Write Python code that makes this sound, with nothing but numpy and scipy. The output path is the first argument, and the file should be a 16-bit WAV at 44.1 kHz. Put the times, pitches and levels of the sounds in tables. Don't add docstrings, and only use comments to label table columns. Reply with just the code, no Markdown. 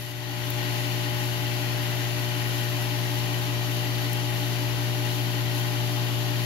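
import sys
import numpy as np
from scipy import signal
from scipy.fft import rfft, irfft, next_fast_len
from scipy.io import wavfile
from scipy.ndimage import uniform_filter1d

SR = 44100
rng = np.random.default_rng(int(sys.argv[2]) if len(sys.argv) > 2 else 0)


def inscribe(sig):
    pcm = np.round(np.clip(np.atleast_2d(sig).T, -1, 1) * 32767)
    wavfile.write(sys.argv[1], SR, pcm.astype(np.int16))


N = 284445
T = np.arange(N) / SR

MAINS_HZ, SHAFT_HZ = 59.995, 57.33
HUM_DB_PER_S, ROTOR_DB_PER_S, FIZZ_DB_PER_S = 0.36, 0.08, -0.4
MOVE_AT_S, MOVE_LENGTH_S = 2.9, 0.3
ROTOR_MOVE_DB, HOLLOW_MOVE_DB, MOAN_MOVE_DB = 1.2, -1.2, -4


def amp(db):
    return 10 ** (np.asarray(db) / 20)


def unit(x):
    return x / np.sqrt(np.mean(x ** 2) + 1e-20)


def read(points, hz, axis=1):
    table = np.transpose(points)
    return np.interp(np.log(hz + 1), np.log(table[0] + 1), table[axis])


def pan(balance_db):
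    return amp(np.array([[0.5], [-0.5]]) * balance_db)


def bell(hz, centre_hz, width_hz):
    return 0.5 ** ((2 * (hz - centre_hz) / width_hz) ** 2)


def wander(rate_hz):
    step = 100
    hz = np.fft.rfftfreq(N // step, step / SR)
    spectrum = rfft(rng.standard_normal(N // step))
    slow = irfft(spectrum / (1 + (hz / rate_hz) ** 2))
    return unit(np.interp(T, np.linspace(0, T[-1], len(slow)), slow))


def draining_db(db_per_s):
    return db_per_s * (T - T[-1] / 2)


def moved(t):
    return np.clip((t - MOVE_AT_S) / MOVE_LENGTH_S, -0.5, 0.5)


def fade_in(start_db=-7, from_s=0.14, length_s=0.47):
    risen = np.clip((T - from_s) / length_s, 0, 1)
    return amp(start_db) * (1 - risen) + risen


def hum(flutter=0.017, flutter_hz=14, trim_db=0.74):
    # multiple of twice the mains rate, level in dB before the trim,
    # left-right level difference in dB, lead of the left microphone in radians.
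    overtones = [(1, -27, 6, -1.09), (2, -53.5, 12.5, 1.8), (3, -41.5, 8, 0.68), (5, -42.5, 5.5, 0.73),
                 (6, -57.5, 8, 0.5), (7, -47, 9, 1.4)]
    out = np.zeros((2, N))
    for multiple, db, balance_db, lead in overtones:
        angle = 2 * np.pi * (multiple * 2 * MAINS_HZ * T + rng.random())
        tone = np.sin(angle + np.array([[0.5], [-0.5]]) * lead)
        tone *= 1 + flutter * multiple * wander(flutter_hz)
        growth_db = draining_db(HUM_DB_PER_S) if multiple == 1 else 0
        out += amp(db + trim_db + growth_db) * pan(balance_db) * tone
    return out


def rotor(throb_multiple=5, throb_at_s=3.312, wobble_turns=0.0078, wobble_hz=4, trim_db=0.3):
    # shaft order, added multiples of twice the mains rate,
    # level in dB before trim and trends, left-right level difference in dB.
    side_tones = [(1, 0, -55.5, 4), (2, 0, -53.5, 5), (3, 0, -46, -5), (4, 0, -54.5, 13.5), (5, 0, -46, 1),
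                  (6, 0, -64, 13), (7, 0, -55, 6), (8, 0, -56.5, -7), (11, 0, -69, -4), (12, 0, -58.5, -1),
                  (14, 0, -71, 9), (16, 0, -59.5, 10), (17, 0, -59.5, 3), (18, 0, -59.5, 6),
                  (19, 0, -60.5, 9), (20, 0, -60.5, 8), (21, 0, -57.5, 4), (22, 0, -60.5, -4),
                  (23, 0, -72, 0), (1, 1, -56.5, -7), (3, 1, -60.5, 26.5), (-1, 2, -57, -11),
                  (1, 2, -42, 4), (3, 2, -58, -3), (1, 3, -58.5, 13.5), (-4, 3, -71, 7), (7, -1, -58.5, 6),
                  (2, 1, -61, 0), (-4, 4, -60.5, 14), (4, 4, -55.5, -2), (-1, 6, -59, -2), (1, 6, -58, 12)]
    slipped = (SHAFT_HZ - MAINS_HZ) * (T - throb_at_s) + wobble_turns * wander(wobble_hz)
    out = np.zeros((2, N))
    for order, multiple, db, balance_db in side_tones:
        nearest = order + 2 * multiple
        offset = rng.random() * (nearest != throb_multiple)
        angle = 2 * np.pi * (nearest * MAINS_HZ * T + order * slipped + offset)
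        out += amp(db) * pan(balance_db) * np.sin(angle)
    return out * amp(trim_db + draining_db(ROTOR_DB_PER_S) + ROTOR_MOVE_DB * moved(T))


def turbulence(patchy_db=0.75, flicker_db=0.28, hollow_hz=2200, hollow_width_hz=1200):
    # frequency in Hz, likeness of left and right from 0 to 1.
    likeness = [(60, 1), (170, 0.47), (235, .2), (300, 0.44), (500, 0.58), (800, 0.87), (1200, 0.61),
                (1900, 0.54), (2600, 0.29), (4000, 0.32), (7000, 0.091), (12500, .28)]
    # frequency in Hz, lead of the left microphone in radians.
    left_lead = [(100, -.5), (600, 0.24), (950, 2), (1700, 2), (1950, -1.1), (3100, -2.5), (4500, 0.35),
                 (5300, 3.5), (9000, 3), (15000, 6.5)]
    window, hop = 1024, 256
    hz = np.fft.rfftfreq(window, 1 / SR)
    frames = N // hop + 5
    t = np.arange(frames)[:, None] * hop / SR

    a, b, c, d, patches = rng.standard_normal((5, frames, len(hz)))
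    patches = uniform_filter1d(patches, size=9, axis=0)
    patches = unit(uniform_filter1d(patches, size=6, axis=1))
    flicker = unit(uniform_filter1d(rng.standard_normal((frames, 1)), size=5, axis=0))

    same = read(likeness, hz)
    left = a + 1j * b
    right = same * left + np.sqrt(1 - same ** 2) * (c + 1j * d)
    right = right * np.exp(-1j * read(left_lead, hz))

    hollow_db = HOLLOW_MOVE_DB * moved(t) * bell(hz, hollow_hz, hollow_width_hz)
    gain = amp(hollow_db + patchy_db * patches + flicker_db * flicker)
    spectra = np.array([left, right]) * gain
    flow = signal.istft(spectra.transpose(0, 2, 1), nperseg=window, noverlap=window - hop)[1]
    return unit(flow[:, :N])


def fizz(per_s=700, spread_db=3.5, low_hz=7000, level_db=-11, clump_db=4.5, clump_hz=5):
    size = amp(spread_db * np.minimum(rng.exponential(1, (2, N)), 4))
    size = size * rng.choice([-1, 1], (2, N))
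    bursts = size * (rng.random((2, N)) < per_s / SR)
    high_pass = signal.butter(2, low_hz, "high", fs=SR, output="sos")
    bright = unit(signal.sosfilt(high_pass, bursts))
    return bright * amp(level_db + clump_db * wander(clump_hz) + draining_db(FIZZ_DB_PER_S))


def water_colour(hz):
    # frequency in Hz, left and right level in dB per Hz before the trim.
    rush = [(20, -90, -92), (48, -84, -84), (85, -72.5, -70), (137, -63.5, -66), (212, -74, -73.5),
            (550, -73.5, -77), (1290, -72.5, -76.5), (1700, -69, -81), (2540, -69, -75.5),
            (3650, -69.5, -77), (5200, -75.5, -78.5), (7100, -78, -82), (8820, -89, -87.5),
            (15800, -89, -90)]
    # frequency in Hz, width in Hz, left and right rise in dB.
    resonances = [(78, 15, 4, 6), (271, 63, 8, 4.5), (828, 170, 9, 4.5), (1017, 99, 7, 5.5),
                  (1506, 74, 4, 4), (1873, 140, 5, -7), (1980, 65, 3.5, 12.5), (2370, 94, 4.5, -1),
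                  (2723, 300, 5, 2.5), (3034, 320, 5, 3.5), (4390, 640, 2, 2), (10320, 2100, 6, 9.5),
                  (12800, 1720, 12, 12)]
    # frequency in Hz, width in Hz, depth in dB.
    cancelled = [(8420, 1050, 7.5), (7860, 710, 19)]
    db = np.array([read(rush, hz, axis=1), read(rush, hz, axis=2)])
    for centre_hz, width_hz, left_db, right_db in resonances:
        db += np.outer([left_db, right_db], bell(hz, centre_hz, width_hz))
    for side, (centre_hz, width_hz, depth_db) in enumerate(cancelled):
        db[side] -= depth_db * bell(hz, centre_hz, width_hz)
    return amp(db)


def standing_waves(hz, ripple_db=1.4, ripple_radians=0.57, spacing_hz=55, from_hz=900):
    knots = rng.standard_normal((4, 2000))
    ripple = np.array([np.interp(hz / spacing_hz, np.arange(len(k)), k) for k in knots])
    ripple *= hz / (hz + from_hz)
    return amp(ripple_db * ripple[:2]) * np.exp(1j * ripple_radians * ripple[2:])


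def water(shaft_pulsing=0.03, hum_pulsing=0.018, trim_db=0.08):
    shake = 1 + shaft_pulsing * np.cos(2 * np.pi * SHAFT_HZ * T)
    shake += hum_pulsing * np.cos(2 * np.pi * 2 * MAINS_HZ * T)
    drive = turbulence() * shake + fizz()
    drive *= np.sqrt(SR / 2)
    size = next_fast_len(N)
    hz = np.fft.rfftfreq(size, 1 / SR)
    filtered = rfft(drive, size) * water_colour(hz) * standing_waves(hz)
    return amp(trim_db) * irfft(filtered, size)[:, :N]


def moan(centre_hz=1930, drift_hz=50, drift_rate_hz=4, width_hz=35, level_db=-54.5, balance_db=5):
    keep = np.exp(-np.pi * width_hz / SR)
    noise = rng.standard_normal(N) + 1j * rng.standard_normal(N)
    ring = signal.lfilter([1], np.poly([keep, keep]), noise)
    pitch_hz = centre_hz + drift_hz * wander(drift_rate_hz)
    angle = 2 * np.pi * np.cumsum(pitch_hz) / SR
    tone = unit((ring * np.exp(1j * angle)).real)
    return amp(level_db + MOAN_MOVE_DB * moved(T)) * pan(balance_db) * tone


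def pops(splash=0.38):
    # time of the snap in seconds, peak level in dB before panning,
    # left-right level difference in dB, decay time of the spray in seconds.
    bubbles = [(.5024, -19, 17, 0.00045), (0.5048, -14, 3, .0014), (2.9915, -25, 3, .0008),
               (4.1313, -19, 17, .0004), (4.1338, -19, 16, .0005), (4.1405, -30.5, 14, .0005)]
    # frequency in Hz, relative level in dB.
    pop_spectrum = [(1000, -28), (5500, -13), (8200, -8), (10500, -3), (13000, 1), (16000, 0)]
    size, lead_in = 512, 20
    hz = np.fft.rfftfreq(size, 1 / SR)
    out = np.zeros((2, N))
    for snap_s, db, balance_db, decay_s in bubbles:
        spray = splash * rng.standard_normal((2, size)) * np.exp(-T[:size] / decay_s)
        snap = T[:size] == 0
        burst = np.roll(spray + snap, lead_in, axis=1)
        burst = irfft(rfft(burst) * amp(read(pop_spectrum, hz)))
        burst /= abs(burst).max()
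        start = round(snap_s * SR) - lead_in
        out[:, start:start + size] += amp(db) * pan(balance_db) * burst
    return out


def scene():
    return fade_in() * (hum() + rotor() + water() + moan()) + pops()


def record(dry, cutoff_hz=15800):
    taps = signal.firwin(1023, cutoff_hz, window=("kaiser", 9), fs=SR)
    return signal.oaconvolve(dry, taps[None], "same", axes=1)


dry = scene()
out = record(dry)
inscribe(out)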